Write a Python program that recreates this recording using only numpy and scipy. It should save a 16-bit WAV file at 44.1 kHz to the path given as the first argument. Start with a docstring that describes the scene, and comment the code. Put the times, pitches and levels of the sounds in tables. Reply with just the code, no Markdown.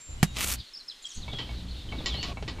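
"""Toy tractor and disc harrow in mud

A toy tractor drags a disc harrow over a low idling rumble (wavering harmonics) that drops out for half a second.
One hard thump (decaying modes and a crack) and a gritty scrape (random grains) come first; then the hitch
ticks, knocks and clanks (struck modes) and the discs rub through soil (uneven noise). Small birds chirp
(gliding sines) throughout, over a faint hiss. Only the opening sounds are wide; the rest sits in the middle.
"""
import sys
import numpy as np
from scipy import signal
from scipy.fft import rfft, irfft
from scipy.io import wavfile

SR = 44100
rng = np.random.default_rng(int(sys.argv[2]) if len(sys.argv) > 2 else 0)


def wrap_up_sound(samples):
    """Save the sound to the file named by the first command line argument, as 16-bit audio."""
    columns = np.atleast_2d(samples).T
    # keep every value between -1 and 1, then stretch to whole-number steps
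    tamed = np.clip(columns, -1, 1)
    steps = np.round(tamed * 32767).astype(np.int16)
    wavfile.write(sys.argv[1], SR, steps)


N = 114660
TIME = np.arange(N) / SR


def from_db(db):
    """Logarithmic level: 20 dB is a factor of ten in amplitude."""
    return 10 ** (np.asarray(db) / 20)


def rms_one(x):
    """Normalisation of the mean power to 1."""
    return x / np.sqrt(np.mean(x ** 2) + 1e-20)


def level(rows):
    """Amplitude envelope interpolated linearly in decibels from (t/s, level/dB) rows."""
    return from_db(np.interp(TIME, *np.transpose(rows)))


def at_hz(points, hz):
    """Spectral table interpolated on a logarithmic frequency axis."""
    f, v = np.transpose(points)
    return np.interp(np.log(hz + 1), np.log(f), v)


def drift(rate):
    """Random fluctuation of rms 1: white noise through a double real pole at the given rate in Hz."""
    pole = np.exp(-2 * np.pi * rate / SR)
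    white = rng.standard_normal(N + SR // 2)
    # the first half second is the filter's settling and is discarded
    return rms_one(signal.lfilter([1], [1, -2 * pole, pole * pole], white)[-N:])


def gate(start, end, attack, release):
    """Trapezoidal envelope with linear attack and release; the release passes one half at the end time."""
    rise = np.clip((TIME - start) / attack, 0, 1)
    fall = np.clip((end - TIME) / release + .5, 0, 1)
    return rise * fall


def dull(x, hz):
    """Second-order low-pass attenuation of the treble."""
    return signal.sosfilt(signal.butter(2, min(hz, .45 * SR), fs=SR, output="sos"), x + 1e-18)


def colour(spectrum, width=None, source=None):
    """Spectral shaping of noise or a given pair of signals to rms 1, with side content if given a width."""
    hz = np.arange(N // 2 + 1) * SR / N
    both, side = rfft(rng.standard_normal((2, N)) if source is None else source)
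    if width is not None:
        both = both + from_db(at_hz(width, hz)) * side * [[1], [-1]]
    low_cut = hz / (hz + 10)
    return rms_one(irfft(both * from_db(at_hz(spectrum, hz)) * low_cut, N))


def room(x, t60):
    """Diffuse reverberation: convolution with exponentially decaying noise of unit energy."""
    tail = rng.standard_normal(SR) * from_db(-60 * TIME[:SR] / t60)
    return signal.fftconvolve(x, tail / np.sqrt(np.sum(tail ** 2)))[:N]


def patchy(x, depth_db, rate):
    """Independent modulation of adjacent bands: each half octave from 700 Hz up flickers by itself."""
    octaves = np.log2(np.clip(np.arange(N // 2 + 1) * SR / N, 700, 15000) / 700)
    spectrum, total = rfft(x), 0
    for k in range(10):
        band = np.clip(1 - np.abs(2 * octaves - k), 0, 1)  # overlapping triangles
        total = total + irfft(spectrum * band, N) * from_db(depth_db * drift(rate))
    return rms_one(total)


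def hiss():
    """Stationary broadband noise whose level rises at the start."""
    # hiss spectrum: f/Hz, relative level/dB per Hz
    air = [(25, 15), (70, -10.5), (150, -13), (260, -1.5), (700, -6.5), (2000, -1), (4000, -10), (6500, -5),
           (10000, -13.5), (15000, -27)]
    settled_db, start_db, rise_s = -58, -3, 0.37  # start_db is relative to the settled level
    return from_db(settled_db + start_db * np.clip(1 - TIME / rise_s, 0, 1)) * colour(air)


def rumble():
    """Harmonic series on a wandering fundamental: wavering orders of an idling beat in low noise."""
    # runs of the rumble: start t/s, end t/s, level/dB, side noise level/dB
    runs = [(0.066, 0.617, -39, -15.5), (1.153, 2.7, -38, -76)]
    # harmonic orders: multiple of the fundamental, level/dB
    orders = [(1, -6.5), (2, -12), (3, -16), (4, -28), (5, -29)]
    # middle and side noise spectra: f/Hz, relative level/dB per Hz
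    middle_noise, side_noise = [(20, 4), (35, -9.5), (60, 4.5), (100, -5.5), (160, -17), (250, -17),
                                (400, -30.5), (700, -31.5), (1500, -41.5), (12000, -76.5)], [(30, -16), (100, -7.5), (250, -13), (700, -15), (4000, -20),
                                                (9000, -55)]
    # swell: t/s, level/dB
    swell = [(0.1, 0.5), (0.5, -1), (1.17, 2.5), (1.45, -3), (1.65, 1.5), (1.82, -1.5), (1.95, 1.5),
             (2.3, 0), (2.6, 0)]
    fundamental_hz, wander_share, flutter_db, noise_db = 58.68, 0.02903, 4, -1.5

    turn = 2 * np.pi * np.cumsum(fundamental_hz * (1 + wander_share * drift(7.6))) / SR
    mid = from_db(noise_db) * colour(middle_noise)
    for multiple, db in orders:
        tone = np.sin(multiple * turn + rng.uniform(0, 2 * np.pi))
        mid = mid + from_db(db) * rms_one(from_db(flutter_db * drift(6.3)) * tone)
    side = colour(side_noise) * np.array([[1], [-1]])
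    total = 0
    for start, end, db, side_db in runs:
        total = total + from_db(db) * gate(start, end, 0.025, 0.056) * (mid + from_db(side_db) * side)
    return level(swell) * total


def note(start, length, first, middle, last, db, rough, shake, flutter):
    """Frequency modulation: a sine glides on a parabola through three pitches; roughness jitters its pitch."""
    attack_s, release_s, jitter_share = 0.0025, 0.015, 0.05
    envelope = gate(start, start + length, attack_s, release_s)
    on, out = envelope > 0, np.zeros(N)
    u = np.clip((TIME[on] - start) / length, 0, 1)
    hz = first + (last - first) * u + 4 * (middle - (first + last) / 2) * u * (1 - u)
    turn = 2 * np.pi * np.cumsum(hz * (1 + jitter_share * rough * shake[on])) / SR
    out[on] = from_db(db) * envelope[on] * flutter[on] * np.sin(turn)
    return out


def birds():
    """Gliding tones with reverberation, dry thin whistles and a noise band for blurred distant chatter."""
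    # single notes: start t/s, length t/s, first f/Hz, middle f/Hz, last f/Hz, level/dB, roughness
    single_notes = [(0.514, 0.016, 4540, 4470, 4300, -35, 0.7), (0.584, 0.028, 4890, 4840, 3880, -45.5, .8),
                    (0.588, 0.029, 4370, 3800, 3400, -45, 0.53), (0.661, 0.04, 4280, 4160, 4050, -51.5, .7),
                    (0.735, .026, 5100, 5260, 4460, -39, .2), (0.76, 0.023, 4560, 5250, 5250, -41, 0.36),
                    (0.791, 0.03, 4920, 4200, 4120, -45, 0.4), (0.878, 0.022, 4950, 5180, 4050, -35, 0.25),
                    (0.897, 0.014, 4110, 4080, 3950, -35, 0), (0.908, 0.0212, 3960, 3400, 3100, -41.5, 0.4),
                    (1.032, 0.02, 4450, 3900, 3350, -50, 0.4), (1.044, 0.023, 3460, 3226, 3240, -37.5, 0.1),
                    (1.1, 0.03, 3740, 3400, 3000, -49.5, 0.1),
                    (1.218, 0.025, 4480, 3990, 3550, -43.5, 0.44),
                    (1.288, 0.052, 3480, 3455, 3950, -45, 0.65), (1.322, 0.11, 3330, 3304, 3025, -40, 0.42),
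                    (1.56, 0.07, 3700, 3915, 3170, -52.5, 0.5), (1.69, 0.047, 4190, 4180, 3980, -51, 1.1),
                    (1.743, 0.045, 2820, 3560, 3780, -54.5, .3), (1.8, 0.033, 3540, 3620, 3520, -48.5, 0),
                    (1.888, 0.039, 3080, 3120, 3000, -47, .15),
                    (1.982, 0.028, 3960, 3600, 3400, -45.5, 0.2),
                    (2.088, 0.053, 4030, 3455, 3230, -37.5, 0.5), (2.139, .11, 3880, 4400, 4420, -41.5, 0),
                    (2.135, 0.1, 3130, 2950, 2786, -43, 0.35)]
    # thin steady whistles, dry and clean: same columns
    thin_whistles = [(0.004, 0.14, 7400, 7350, 7260, -46, 0.05), (0.13, 0.21, 7250, 7400, 6900, -57, 0.2),
                     (0.245, 0.11, 3770, 3780, 3770, -51, 0), (0.18, 0.14, 2900, 2930, 2700, -56, 0.15)]
    # arched chirps of a quick twitter: start t/s, top f/Hz, level/dB
    chirps = [(1.02, 7300, -49.5), (1.053, 7900, -46.5), (1.055, 5750, -49.5), (1.085, 6850, -48),
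              (1.11, 5950, -48), (1.135, 6350, -50), (1.143, 8550, -54.5), (1.147, 6900, -47),
              (1.167, 6800, -50)]
    # flurries of faint chirps: start t/s, end t/s, lowest top f/Hz, highest top f/Hz, level/dB
    flurries = [(1.009, 1.165, 6000, 9780, -59.5), (1.059, 1.192, 3990, 8020, -55),
                (1.481, 1.989, 3200, 4730, -56)]
    # distant chatter over time: t/s, level/dB
    chatter_level = [(0.0, -66.5), (0.6, -52), (0.85, -64), (1.0, -55.5), (1.33, -51), (1.61, -50.5),
                     (1.665, -57), (1.79, -49), (1.87, -54.5), (1.92, -51), (2.29, -44.5), (2.34, -60)]
    # distant chatter spectrum: f/Hz, relative level/dB per Hz
    chatter = [(1500, -32), (2600, -3), (3200, 4), (4200, 3.5), (5000, -5), (6500, -19), (10000, -24.5)]
    chirp_s, chirp_bend, chirp_rough, flurry_rough = .024, .15, .22, .5
    flutter_db, echo_t60_s, echo_db = 3.5, 0.32, -5.5

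    shake, flutter = drift(466), from_db(flutter_db * drift(103))
    arches = [(*row, chirp_rough) for row in chirps]
    for start, end, low, high, db in flurries:
        for when, pitch in rng.random(size=(14, 2)):
            top_hz = low * (high / low) ** pitch
            arches.append((start + when * (end - start), top_hz, db, flurry_rough))
    notes = list(single_notes)
    for start, top_hz, db, rough in arches:
        edge_hz = top_hz * (1 - chirp_bend)
        notes.append((start, chirp_s, edge_hz, top_hz, edge_hz, db, rough))

    calls = sum(note(*row, shake, flutter) for row in notes)
    whistles = sum(note(*row, shake, np.ones(N)) for row in thin_whistles)
    echo = from_db(echo_db) * room(calls, echo_t60_s)
    return calls + whistles + echo + level(chatter_level) * colour(chatter)


def drag(uneven_db):
    """Friction noise: discs rub unevenly through the soil and grate once; clods roll under the wheels."""
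    # discs and clods over time: t/s, level/dB
    disc_level, clod_level = [(1.12, -73.5), (1.28, -54), (1.42, -45.5), (1.65, -54.5), (1.85, -55),
                              (1.95, -48.5), (2.125, -44), (2.145, -44), (2.326, -44.5), (2.336, -58),
                              (2.6, -46)], [(1.85, -92), (1.89, -45), (2.03, -44), (2.1, -67),
                                                  (2.31, -47), (2.35, -66)]
    # spectra of the rubbing discs, the grating and the clods: f/Hz, relative level/dB per Hz
    rubbing, grating, clods = [(40, 15), (150, 12.5), (300, 9), (600, 0.5), (1100, -3), (1600, -5),
                               (2600, -4.5), (4500, -11), (7000, -36), (10000, -27.5), (14000, -47)], [(400, -26), (700, 10.5), (950, -44), (1100, 15.5), (1300, -16),
                                             (2400, -1), (5000, -9), (12000, -36)], [(80, -15), (170, -2), (320, -6.5), (600, -21.5),
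                                                            (4000, -56)]
    grate = from_db(-40.5) * gate(2.23, 2.33, attack=0.087, release=.007) * colour(grating)
    unevenness = from_db(uneven_db * drift(57))
    return unevenness * (level(disc_level) * colour(rubbing) + grate + level(clod_level) * colour(clods))


def scrape(uneven_db):
    """Granular friction: dense random impulses of grit in a brightening hiss, with a few coarse snaps."""
    # scrape over time: t/s, level/dB
    scrape_level = [(0.335, -54.5), (0.365, -32.5), (0.435, -28), (0.46, -35.5), (0.505, -29), (0.547, -34),
                    (0.555, -43), (0.6, -102)]
    # scrape spectrum: f/Hz, relative level/dB per Hz
    grit_spectrum = [(200, 4), (600, -3.5), (1300, 1.5), (1700, -2.5), (2300, 5), (3000, 2.5), (3700, 2.5),
                     (5000, 1), (6500, 3), (8500, 2.5), (12000, 0.5), (15000, -5)]
    # stereo width: f/Hz, side minus middle level/dB
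    width = [(60, 3), (400, -5.5), (700, -6), (1300, -38), (4400, -23), (8000, -8.5), (15000, -8.5)]
    # coarse grit snaps: t/s, level/dB, brightness f/Hz
    snap_rows = [(0.3688, -21, 6500), (0.3862, -20.5, 11000), (0.437, -26, 9000), (0.491, -23, 15000),
                 (0.501, -23, 12000), (0.5055, -24, 9000), (0.5285, -25, 7000)]
    grains_per_s, spread_db, hiss_share, snap_t60_s = 3500, 2.3, 0.6, 0.0051
    soft_hz, brighten_s = 6700, 0.12

    grain_gain = from_db(spread_db * np.minimum(rng.exponential(1, N), 4))
    grains = (rng.random(N) < grains_per_s / SR) * grain_gain * rng.standard_normal((2, N))
    burst, snaps = colour(grit_spectrum, width), 0
    for s, db, bright in snap_rows:
        decay = (TIME >= s) * from_db(db - 60 * np.abs(TIME - s) / snap_t60_s)
        snaps = snaps + dull(burst * decay, bright)
    raw = rms_one(grains) + hiss_share * rng.standard_normal((2, N))
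    grit = patchy(colour(grit_spectrum, width, raw), depth_db=1.5, rate=60)

    # cross-fade from the dull to the full grit
    soft = dull(grit, soft_hz)
    brightness = np.clip((TIME - scrape_level[0][0]) / brighten_s, 0, 1)
    crunch = soft + brightness * (grit - soft)
    return level(scrape_level) * from_db(uneven_db * drift(120)) * crunch + snaps


def strikes(hits, modes, rattle, rattle_db, rattle_t60, vary_db):
    """Modal synthesis: hits ring damped modes of varied strength, tuning and decay, and start a dying rattle."""
    detune_share = 0.0082  # the modes shift a little with the load on the parts
    contact_hz = 7800  # no contact excites the modes far above this
    echo_t60_s, echo_db = 0.18, -7.5
    hz, mode_db, t60 = np.transpose(modes)[:, :, None]
    rings, rattles = np.zeros(N + SR), 0
    noise, age = colour(rattle), TIME[:SR // 3]
    for s, db, bright, share in hits:
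        strength, tuning, sign = rng.standard_normal((3, len(modes), 1))
        # a lower brightness weakens the high modes
        gain = np.sign(sign) * from_db(db + mode_db + vary_db * strength) / np.hypot(1, (hz / bright) ** 2)
        decay = from_db(-60 * age / (t60 * share))
        partials = gain * decay * np.sin(2 * np.pi * hz * (1 + detune_share * tuning) * age)
        start = int(s * SR)
        rings[start:start + len(age)] += partials.sum(axis=0)
        rattle_decay = (TIME >= s) * from_db(db + rattle_db - 60 * np.abs(TIME - s) / rattle_t60)
        rattles = rattles + dull(noise * rattle_decay, bright)
    struck = rings[:N] + rattles + from_db(echo_db) * room(rings[:N], echo_t60_s)
    return signal.sosfilt(signal.butter(10, contact_hz, fs=SR, output="sos"), struck)


def hitch():
    """Impact excitation of three resonant parts: pin ticks, chassis knocks and harrow clanks."""
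    # hits: t/s, level/dB, brightness f/Hz, ring length as a share of the free ring
    ticks, knocks, clanks = [(1.28, -43, 4070, 1), (1.491, -45.5, 3000, 0.86), (1.923, -39, 4000, 0.88),
                             (2.371, -41.5, 4000, 0.96), (2.584, -48, 3000, 1)], [(1.333, -33.5, 4000, 0.77), (2.006, -37.5, 3000, 0.8),
                                            (2.145, -36, 3000, 1), (2.185, -39, 2000, 0.9),
                                            (2.315, -36, 1200, 0.54), (2.425, -33, 4500, 0.67)], [(1.386, -27.5, 3000, 1),
                                                            (1.392, -29.5, 3670, .7),
                                                            (2.059, -21.5, 8200, 0.87),
                                                            (2.0655, -36, 4000, .6), (2.077, -37, 8000, .8),
                                                            (2.141, -29, 2920, 0.82),
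                                                            (2.229, -26, 14000, 0.44),
                                                            (2.242, -30.5, 4170, 1),
                                                            (2.478, -25, 3060, 0.38),
                                                            (2.483, -31, 4130, 0.93)]
    # modes of the parts: f/Hz, level/dB, free-ring t60/s
    pin, chassis, harrow = [(2255, 2.5, 0.15), (2673, -1, 0.084), (4020, -7, 0.12)], [(137, 4.5, 0.074), (411, -7, 0.14), (614, -1, 0.019),
                                         (816, -6.5, 0.051), (3080, -7, 0.033)], [(1120, -18.5, 0.047), (1936, -12.5, 0.11),
                                                          (2251, -13, 0.14), (2700, -13, 0.049),
                                                          (2970, -8.5, .09), (3060, -9, 0.12),
                                                          (3570, -15, 0.15), (4037, -8, 0.14),
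                                                          (4520, -11, 0.11), (5170, -10, 0.098),
                                                          (5790, -16, 0.069), (6870, -13, 0.12),
                                                          (7483, -14, 0.13)]
    # rattle spectra, one per kind of hit: f/Hz, relative level/dB per Hz
    tick_rattle, knock_rattle = [(60, 5), (160, 6.5), (320, -3), (550, 0), (900, 1), (1500, -11),
                                 (3000, -13), (6000, -34)], [(100, 9), (400, 7), (800, 3), (1500, -4), (3000, 0.5),
                                                      (7000, -7), (10000, -38)]
    clank_rattle = [(50, 2), (150, -7), (300, 7), (600, -7), (1100, 0.5), (1500, -9), (2200, -3.5),
                    (4500, 5), (7000, -11), (9000, -35), (15000, -45)]
    return (strikes(ticks, pin, tick_rattle, rattle_db=2.5, rattle_t60=0.14, vary_db=0.5)
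            + strikes(knocks, chassis, knock_rattle, rattle_db=-5.0, rattle_t60=0.11, vary_db=0.5)
            + strikes(clanks, harrow, clank_rattle, rattle_db=-9.5, rattle_t60=0.19, vary_db=.5))


def thump(crack_db, crack_t60, pan_db, swell_s):
    """Transient excitation of a resonator: a wide crack on a hollow body that rings a little to the right."""
    # modes of the hollow body: f/Hz, level/dB, t60/s
    box = [(116.4, -13.5, 0.07), (158.6, 0, 0.06), (201, -14, 0.104), (733, -10, 0.028), (1180, -29, 0.02),
           (1820, -3, 0.013)]
    # crack spectrum: f/Hz, relative level/dB per Hz
    crack_spectrum = [(200, -1), (800, -3.5), (2000, -1), (3500, -6), (7500, -7), (12000, -12),
                      (15000, -21)]
    # stereo width: f/Hz, side minus middle level/dB
    width = [(200, -1), (1300, -13.5), (4400, -6), (8000, -6), (15000, -5)]
    start_s, overall_db = .229, -5.5
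    age = np.maximum(TIME - start_s, 0)
    body = sum(from_db(db - 60 * age / t60) * np.sin(2 * np.pi * hz * age) for hz, db, t60 in box)
    panned = body * (1 - np.exp(-age / swell_s)) * from_db([[-pan_db / 2], [pan_db / 2]])
    crack = (age > 0) * from_db(crack_db - 60 * age / crack_t60) * colour(crack_spectrum, width)
    return from_db(overall_db) * (panned + crack)


def scene():
    """Linear superposition of all sources."""
    background = hiss() + rumble() + birds()
    implement = drag(uneven_db=1.5) + scrape(uneven_db=1.5) + hitch()
    return background + implement + thump(crack_db=-12.5, crack_t60=0.063, pan_db=4.0, swell_s=.0014)


def record(dry):
    """Soft saturation rounds the tall peaks, then an elliptic low-pass cuts the top steeply."""
    peak_limit, cutoff_hz = 1, 15200
    rounded = peak_limit * np.tanh(dry / peak_limit)
    return signal.sosfilt(signal.ellip(10, .2, 80, cutoff_hz, fs=SR, output="sos"), rounded)


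dry = scene()
out = record(dry)
wrap_up_sound(out)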